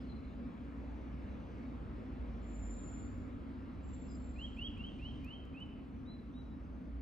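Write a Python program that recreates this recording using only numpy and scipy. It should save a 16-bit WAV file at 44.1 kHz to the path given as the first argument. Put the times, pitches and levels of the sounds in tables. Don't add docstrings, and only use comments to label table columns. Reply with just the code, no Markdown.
import sys
import numpy as np
from scipy import signal
from scipy.fft import rfft, irfft, next_fast_len
from scipy.io import wavfile
from scipy.ndimage import uniform_filter1d, minimum_filter1d

SR = 44100
rng = np.random.default_rng(int(sys.argv[2]) if len(sys.argv) > 2 else 0)


def level_to_linear(level):
    exponent = np.asarray(level, float) / 20
    return 10 ** exponent


def persist_wave(psi):
    counts = np.round(np.clip(psi, -1, 1) * 32767).astype(np.int16)
    wavfile.write(sys.argv[1], SR, np.atleast_2d(counts).T)


N = 309141

# [t/s, level/dB]
NEARNESS = [
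    (0, 0.5),
    (.5, 0.5),
    (1.3, 2),
    (2.499, 1.5),
    (3.4, 0.5),
    (4.5, -1.5),
    (5.4, -1.5),
    (6, -3),
    (7.01, -3),
]
# [t/s, half-width/s, lift/dB]
BREEZES = [
    (0, 0.13, 4),
    (2.75, .25, 3),
    (4.0, 0.32, 2),
    (4.55, 0.32, 4),
    (5.08, 0.21, 6),
]
# [f/Hz, density/dB per Hz]
RUMBLE_SPECTRUM = [(12, -37.5), (20, -10.5), (38, -8.5), (59, 6.5), (81, -9), (141, -7.5), (167, -10.5),
                   (248, -0.5), (278, -3), (325, -19), (392, -22.5), (600, -34.5), (780, -54), (1320, -120)]
ROAR_SPECTRUM = [(210, -28), (350, 2), (392, -8), (440, -3), (756, -10.5), (1340, -11.5), (1600, -21),
                 (2080, -43), (3520, -120)]
TREAD_SPECTRUM = [(1000, -29.5), (1600, 1.5), (2200, 1.5), (2900, -6), (3600, -14), (5000, -36.5)]
HISS_SPECTRUM = [(2000, -20.5), (3200, -6), (4000, -8.5), (6000, -18.5), (8000, -25.5), (10000, -36.5),
                 (12000, -60)]
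# [f/Hz, density/dB per Hz]
SELF_NOISE_SPECTRUM = [(5000, -23.5), (8000, -3), (10000, 0), (12500, -1.5), (13500, -8.5), (13750, -43.5)]
# [f/Hz, likeness/1]
PORT_LIKENESS = [(40, 1), (125, 1), (300, 0.74), (600, 0.45), (1300, 0.069), (2900, 0.96), (6000, .75),
                 (12000, .75)]
# [f/Hz, level/dB]
PORT_LEVEL = [(60, -1), (150, -2), (370, 2.5), (910, 2.5), (2240, -0.5), (5540, 1.5), (13700, -1)]
# [f/Hz, phase/rad]
PORT_PHASE = [(40, 0), (110, 0.7), (300, 0.24), (780, 0.83), (1290, 2.02), (1980, -1.27), (3200, 1.56),
              (4820, 0.07), (5500, 1), (7300, 0.5), (9730, -2.5), (12000, -6), (14000, -5)]
# [t/s, f/Hz]
STEADY_FIRING = [(0, 62), (.8, 60.5), (1.3, 62), (1.7, 63), (3, 64), (4.2, 65), (4.8, 63.5), (5.5, 63),
                 (6.5, 62), (7.01, 61)]
SLOWING_FIRING = [(1.5, 59.5), (2.4, 54), (3.2, 49), (4.5, 41), (5, 39), (5.7, 37.5)]
RISING_FIRING = [(5.4, 49), (6.3, 52), (7.01, 57)]
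# [t/s, firing order level/dB, next strong order level/dB]
STEADY_LOAD = [(0, -44, -63), (.55, -53, -69), (.75, -44, -65.5), (1.3, -43, -61), (1.5, -50, -62),
               (2.6, -63.5, -61), (3.2, -48.5, -65), (4.1, -48.5, -64), (4.5, -48.5, -64.5),
               (4.75, -56.5, -50.5), (5.101, -54, -62), (5.9, -53, -61.5), (6.5, -51.5, -61.5),
               (7.01, -47, -67)]
SLOWING_LOAD = [(1.602, -55, -61), (2.3, -38, -67), (2.7, -39.5, -64.5), (3.15, -60, -51.5),
                (3.7, -57, -57), (4.1, -50, -67), (4.7, -49, -62), (5.3, -53.5, -62), (5.701, -65.5, -68)]
RISING_LOAD = [(5.4, -71, -78), (5.9, -58, -75), (6.5, -59.5, -69.5), (6.8, -56, -78), (7.01, -47.5, -81)]
# [t/s, peak level/dB, level of the duller part/dB]
TWIG_TICKS = [
    (3.1797, -75, -3),
    (4.5665, -78, -2),
    (4.582, -78, -2),
    (4.778, -81, 2),
    (4.8633, -79, 0),
    (5.2458, -66, -4),
    (5.4525, -75, -2),
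    (5.6022, -77, 0),
    (5.663, -84, 0),
]
# [t/s, length/s, f/Hz, level/dB]
THIN_WHISTLES = [(0.798, 0.37, 5920, -97.5), (1.26, .44, 5950, -97), (2.79, 0.55, 5990, -99),
                 (3.724, 0.27, 6030, -97), (4.045, 0.15, 5950, -94.5), (4.38, .17, 5980, -96),
                 (4.85, .5, 5860, -99), (5.9, .2, 5960, -100), (6.25, 0.26, 6000, -100),
                 (6.62, .3, 6100, -99)]
# [t/s, length/s, held f/Hz, level/dB, glide into it/Hz]
CHEEP_CALLS = [
    (0.067, .066, 4090, -71, 327.5),
    (.152, .03, 4090, -75, 7),
    (.235, .03, 4080, -81, 5),
    (.262, .085, 3750, -81, -28),
    (.41, .05, 3690, -86, 3),
    (4.33, .085, 4120, -77.5, 169),
]
CHIP_CALLS = [
    (.002, .028, 4985, -78, 5),
    (4.078, .09, 5000, -76, 220),
]
PEEP_CALLS = [
    (6.052, 0.095, 4030, -61, -400),
    (6.33, .098, 3880, -64, -290),
]
# [t/s, length/s, held f/Hz, level/dB, glide into it/Hz]
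BUZZ_CALLS = [
    (2.416, .61, 7187, -65, 60),
    (3.819, .5, 7352, -73.5, 4.5),
]
# [t/s, rise/s, top f/Hz, level/dB, early haste/1 (below 0 lingers)]
SLUR_CALLS = [
    (4.355, 0.11, 3276, -54, -0.016),
    (4.564, 0.11, 3295, -52, 0.13),
    (4.76, .132, 3216, -56.5, 0.17),
    (4.985, 0.12, 3190, -57, .1),
    (5.235, .122, 3153, -56, -0.12),
    (5.534, .102, 3042, -54.5, -.3),
]
# [f/Hz, t60/s]
GROVE_DECAY = [(2000, 2.3), (3300, 0.59), (4000, 0.89), (5000, 0.43), (7500, 1.04), (12000, 0.23)]
# [tone f/Hz, depth below it that is lost/dB]
MASKING_DEPTH = [(2000, 70), (3000, 53), (3350, 37), (3850, 26), (4050, 29), (5000, 40), (7300, 32),
                 (9000, 36)]


def evened(x):
    return x / np.sqrt(np.mean(x ** 2) + 1e-30)


def read(points, hz):
    f, value = np.transpose(points)
    return np.interp(np.log(hz + 1), np.log(f + 1), value)


def add(mix, start_s, sound):
    part = mix[round(start_s * SR):][:len(sound)]
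    part += sound[:len(part)]


def drift(count, rate_hz):
    size = max(int(SR / rate_hz), 1)
    smooth = uniform_filter1d(rng.standard_normal(count), size)
    return evened(uniform_filter1d(smooth, size))


def wash(colour, patchy_db):
    frames, hz = N // 512 + 5, np.fft.rfftfreq(2048, 1 / SR)
    a, b, c, d, patches = rng.standard_normal((frames, 1025, 5)).T
    patches = uniform_filter1d(patches, size=16, axis=0)
    patches = evened(uniform_filter1d(patches, size=10, axis=1))
    same = np.clip(read(PORT_LIKENESS, hz), 0, 1)[:, None]
    left = a + 1j * b
    right = same * left + np.sqrt(1 - same ** 2) * (c + 1j * d)
    z = np.array([left, right]) * level_to_linear(read(colour, hz)[:, None] + patchy_db * patches)
    noise = signal.istft(z, nperseg=2048, noverlap=1536)[1]
    return evened(noise[:, 1024:N + 1024])


def traffic():
    t = np.arange(N) / SR
    near_db = np.interp(t, *np.transpose(NEARNESS))
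    breeze_db = sum(db * np.exp(-((t - s) / width_s) ** 2) for s, width_s, db in BREEZES)
    rumble = level_to_linear(-46 + 0.32 * near_db) * wash(RUMBLE_SPECTRUM, patchy_db=1.0)
    roar = level_to_linear(-58.5 + 0.85 * near_db) * wash(ROAR_SPECTRUM, patchy_db=1.34)
    tread = level_to_linear(-70 + 1.1 * near_db) * wash(TREAD_SPECTRUM, patchy_db=1.27)
    hiss = level_to_linear(-79.5 + 0.92 * near_db + breeze_db) * wash(HISS_SPECTRUM, patchy_db=2.0)
    return rumble + roar + tread + hiss


def engine(firing, load, order):
    s, first_db, next_db = np.transpose(load)
    t = np.arange(s[0], s[-1], 1 / SR)
    hz = np.interp(t, *np.transpose(firing)) * (1 + 0.0088 * drift(len(t), 5.17))
    phase_rad = 2 * np.pi * np.cumsum(hz) / SR
    first = level_to_linear(np.interp(t, s, first_db) + 1.8 * drift(len(t), 2.1)) * np.sin(phase_rad)
    upper = level_to_linear(np.interp(t, s, next_db) + 0.74 * drift(len(t), 3.9)) * np.sin(order * phase_rad)
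    return s[0], np.sqrt(2) * (first + upper)


def engines():
    out = np.zeros(N)
    add(out, *engine(STEADY_FIRING, STEADY_LOAD, order=1.5))
    add(out, *engine(SLOWING_FIRING, SLOWING_LOAD, order=2))
    add(out, *engine(RISING_FIRING, RISING_LOAD, order=2))
    return out


def twigs():
    out, t = np.zeros(N), np.arange(2600) / SR
    snap = np.exp(-t / .0009)
    rustle = .14 * np.exp(-t / .012)
    bounce = .5 * (t > .0035) * np.exp(-abs(t - .0035) / .0012)
    bright = signal.butter(2, [9000, 13800], "bandpass", fs=SR, output="sos")
    dull = signal.butter(2, [4200, 9000], "bandpass", fs=SR, output="sos")
    for s, peak_db, low_db in TWIG_TICKS:
        burst = (snap + rustle + bounce) * rng.choice([-1., 1.], len(t))
        tick = signal.sosfilt(bright, burst) + level_to_linear(low_db + 5) * signal.sosfilt(dull, burst)
        add(out, s, level_to_linear(peak_db + 6) * tick)
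    return out


def grove(x, wet_db, ring):
    taps = np.zeros((2, SR))
    at = np.arange(300, SR - 20, 20) + rng.integers(0, 20, (2, (SR - 301) // 20))
    strength = level_to_linear(0.97 * rng.standard_normal(at.shape))
    np.put_along_axis(taps, at, rng.choice([-1., 1.], at.shape) * strength, 1)
    taps[1] = 0.85 * taps[0] + .7 * taps[1]
    hz, t, z = signal.stft(taps, SR, nperseg=256)
    build = 1 - 0.29 * np.exp(-t / 0.03)
    decay = level_to_linear(-60 * t / (ring * read(GROVE_DECAY, hz)[:, None]))
    tail = signal.istft(z * build * decay, SR, nperseg=256)[1]
    return level_to_linear(wet_db) * signal.oaconvolve(x[None], tail / np.linalg.norm(tail[0]), axes=1)


def note(rows, flutter_db=1.5, warble_hz=0, warbles=100, overtone_db=-45, fourth_db=-90):
    s, hz, db = np.transpose(rows)
    t = np.arange(s[0], s[-1], 1 / SR)
    swing = np.sin(2 * np.pi * np.cumsum(warbles * (1 + 0.42 * drift(len(t), 45))) / SR)
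    phase_rad = 2 * np.pi * np.cumsum(np.interp(t, s, hz) + warble_hz * swing) / SR
    level = level_to_linear(np.interp(t, s, db) + flutter_db * drift(len(t), 110))
    strain = level_to_linear(fourth_db) * level / level_to_linear(-53)
    tone = np.exp(1j * phase_rad) + level_to_linear(overtone_db) * np.exp(2j * phase_rad)
    tone += strain * np.exp(4j * phase_rad)
    edge = np.minimum(np.minimum(t - t[0], t[-1] - t) / .006, 1)
    return s[0], np.sqrt(2) * tone * level * edge


def bird(calls, lean_db, dry_db, wet_db, ring=1.0, ground=0, ground_hz=273.0, **voice):
    song = np.zeros(N + SR, complex)
    for rows in calls:
        add(song, *note(rows, **voice))
    start, end = np.flatnonzero(song)[[0, -1]]
    echoes = grove(song[start:end], wet_db, ring)
    echoes = echoes * np.exp(1.2j * drift(echoes.shape[1], 70))
    wall_s, wall_share = .013, .55
    bounces = np.roll(song, round(SR / ground_hz)) + wall_share * np.roll(song, round(wall_s * SR))
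    direct = (song + ground * bounces).real
    side_db = lean_db * np.array([[.5], [-.5]])
    heard = np.pad(direct * level_to_linear(dry_db + side_db), ((0, 0), (0, SR)))
    heard[:, start:start + echoes.shape[1]] += echoes.real
    return heard[:, :N]


def held(start_s, length_s, hz, db, glide_hz=0, settle=0.23, soft_db=-18, swell=.2, grow_db=0, end_db=-5):
    u = np.linspace(0, 1, 24)
    pitch_hz = hz + glide_hz * np.exp(-(u / settle) ** 1.4)
    level_db = db + soft_db * np.exp(-u / swell) + grow_db * u + end_db * u ** 6
    return np.transpose([start_s + length_s * u, pitch_hz, level_db])


def whistlers():
    thin = [held(*row, soft_db=-4, swell=.06, end_db=-7.5) for row in THIN_WHISTLES]
    cheeps = [held(*row, settle=.25, soft_db=-9.5, swell=0.28, end_db=-2.5) for row in CHEEP_CALLS]
    chips = [held(*row, settle=.17, soft_db=-7, swell=.15, end_db=-4) for row in CHIP_CALLS]
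    peeps = [held(*row, settle=0.27, soft_db=-20, swell=0.34, end_db=-13) for row in PEEP_CALLS]
    out = bird(thin, lean_db=-3.0, dry_db=2, wet_db=-9.5, flutter_db=4, warble_hz=30, warbles=9)
    out += bird(cheeps, lean_db=9.5, dry_db=-1.5, wet_db=-4.0, ring=1.0,
                flutter_db=4.5, warble_hz=30, warbles=54)
    out += bird(chips, lean_db=6.0, dry_db=0.5, wet_db=-11, flutter_db=3)
    out += bird(peeps, lean_db=0.0, dry_db=1.0, wet_db=-8, ring=0.92, flutter_db=-0.5)
    return out


def buzzers():
    loud, faint = BUZZ_CALLS
    loud_note = held(*loud, soft_db=-17, swell=0.087, grow_db=1.5, end_db=-8.5)
    faint_note = held(*faint, soft_db=-15, swell=0.033, grow_db=-0.9, end_db=-2.0)
    out = bird([loud_note], lean_db=1.5, dry_db=-3.0, wet_db=-4, ring=0.7,
               flutter_db=4.0, warble_hz=110, warbles=130, overtone_db=-36.0)
    out += bird([faint_note], lean_db=3.5, dry_db=-3.0, wet_db=-4.5, ring=0.98,
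                flutter_db=5, warble_hz=60.3, warbles=61, overtone_db=-46)
    return out


def slur(start_s, rise_s, top_hz, db, haste):
    u = np.linspace(0, 1, 24)
    climb = np.sin(np.pi / 2 * u ** (1.25 - haste))
    climb += max(haste, 0) * np.sin(2.6 * np.pi * u) * (1 - u)
    low_hz = 2352 - 350 * haste
    pitch_hz = low_hz + (top_hz - low_hz) * climb
    level_db = db - 20.5 * np.exp(-u / (0.26 - .5 * haste)) - 3 * u ** 8
    rows = np.transpose([start_s + rise_s * u, pitch_hz, level_db])
    s, _, top_db = rows[-1]
    hook_s, floor_hz, hook_db = .014, 2950, -11
    midway = (s + hook_s / 2, floor_hz, top_db + hook_db / 2)
    bottom = (s + 1.3 * hook_s, floor_hz, top_db + hook_db)
    return np.vstack([rows, midway, bottom])


def songbird():
    return bird([slur(*row) for row in SLUR_CALLS], lean_db=-3.0, dry_db=3, wet_db=-6.5, ground=0.47,
                flutter_db=3.0, overtone_db=-47.5, fourth_db=-53)


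def scene():
    return traffic() + engines() + twigs() + whistlers() + buzzers() + songbird()


def masked(x, slope_db=27.0, cut_db=-22):
    hz, _, z = signal.stft(x, SR, nperseg=1024)
    power = (abs(z) ** 2).mean(0)
    fall_db = slope_db * np.log2(hz + 1)[:, None]
    lasting = -minimum_filter1d(-power, size=3, axis=1)
    reach_db = 10 * np.log10(lasting + 1e-20) - read(MASKING_DEPTH, hz)[:, None] + fall_db
    limit_db = np.maximum.accumulate(reach_db, 0) - fall_db
    band_db = 10 * np.log10(uniform_filter1d(power, size=9, axis=0) + 1e-20)
    lost = (band_db < limit_db) * (hz > 3000)[:, None]
    return signal.istft(z * level_to_linear(cut_db * lost), nperseg=1024)[1][:, :N]


def roll_off(x):
    return signal.sosfilt(signal.butter(12, 14310, fs=SR, output="sos"), x)


def record(dry):
    size = next_fast_len(N + 8192)
    noisy = dry + level_to_linear(-97) * wash(SELF_NOISE_SPECTRUM, patchy_db=0)
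    padded = np.pad(noisy, ((0, 0), (4096, 4096)), "reflect")
    padded *= signal.windows.tukey(N + 8192, 8192 / (N + 8192))
    hz = np.fft.rfftfreq(size, 1 / SR)
    body = hz ** 2 / (hz ** 2 + 34 ** 2)
    half = level_to_linear(read(PORT_LEVEL, hz) / 2) * np.exp(.5j * read(PORT_PHASE, hz))
    ports = irfft(rfft(padded, size) * body * np.array([half, 1 / half]), size)[:, 4096:N + 4096]
    fade_in = np.minimum(np.arange(N) / 200, 1)
    return roll_off(masked(ports) * fade_in)


dry = scene()
out = record(dry)
persist_wave(out)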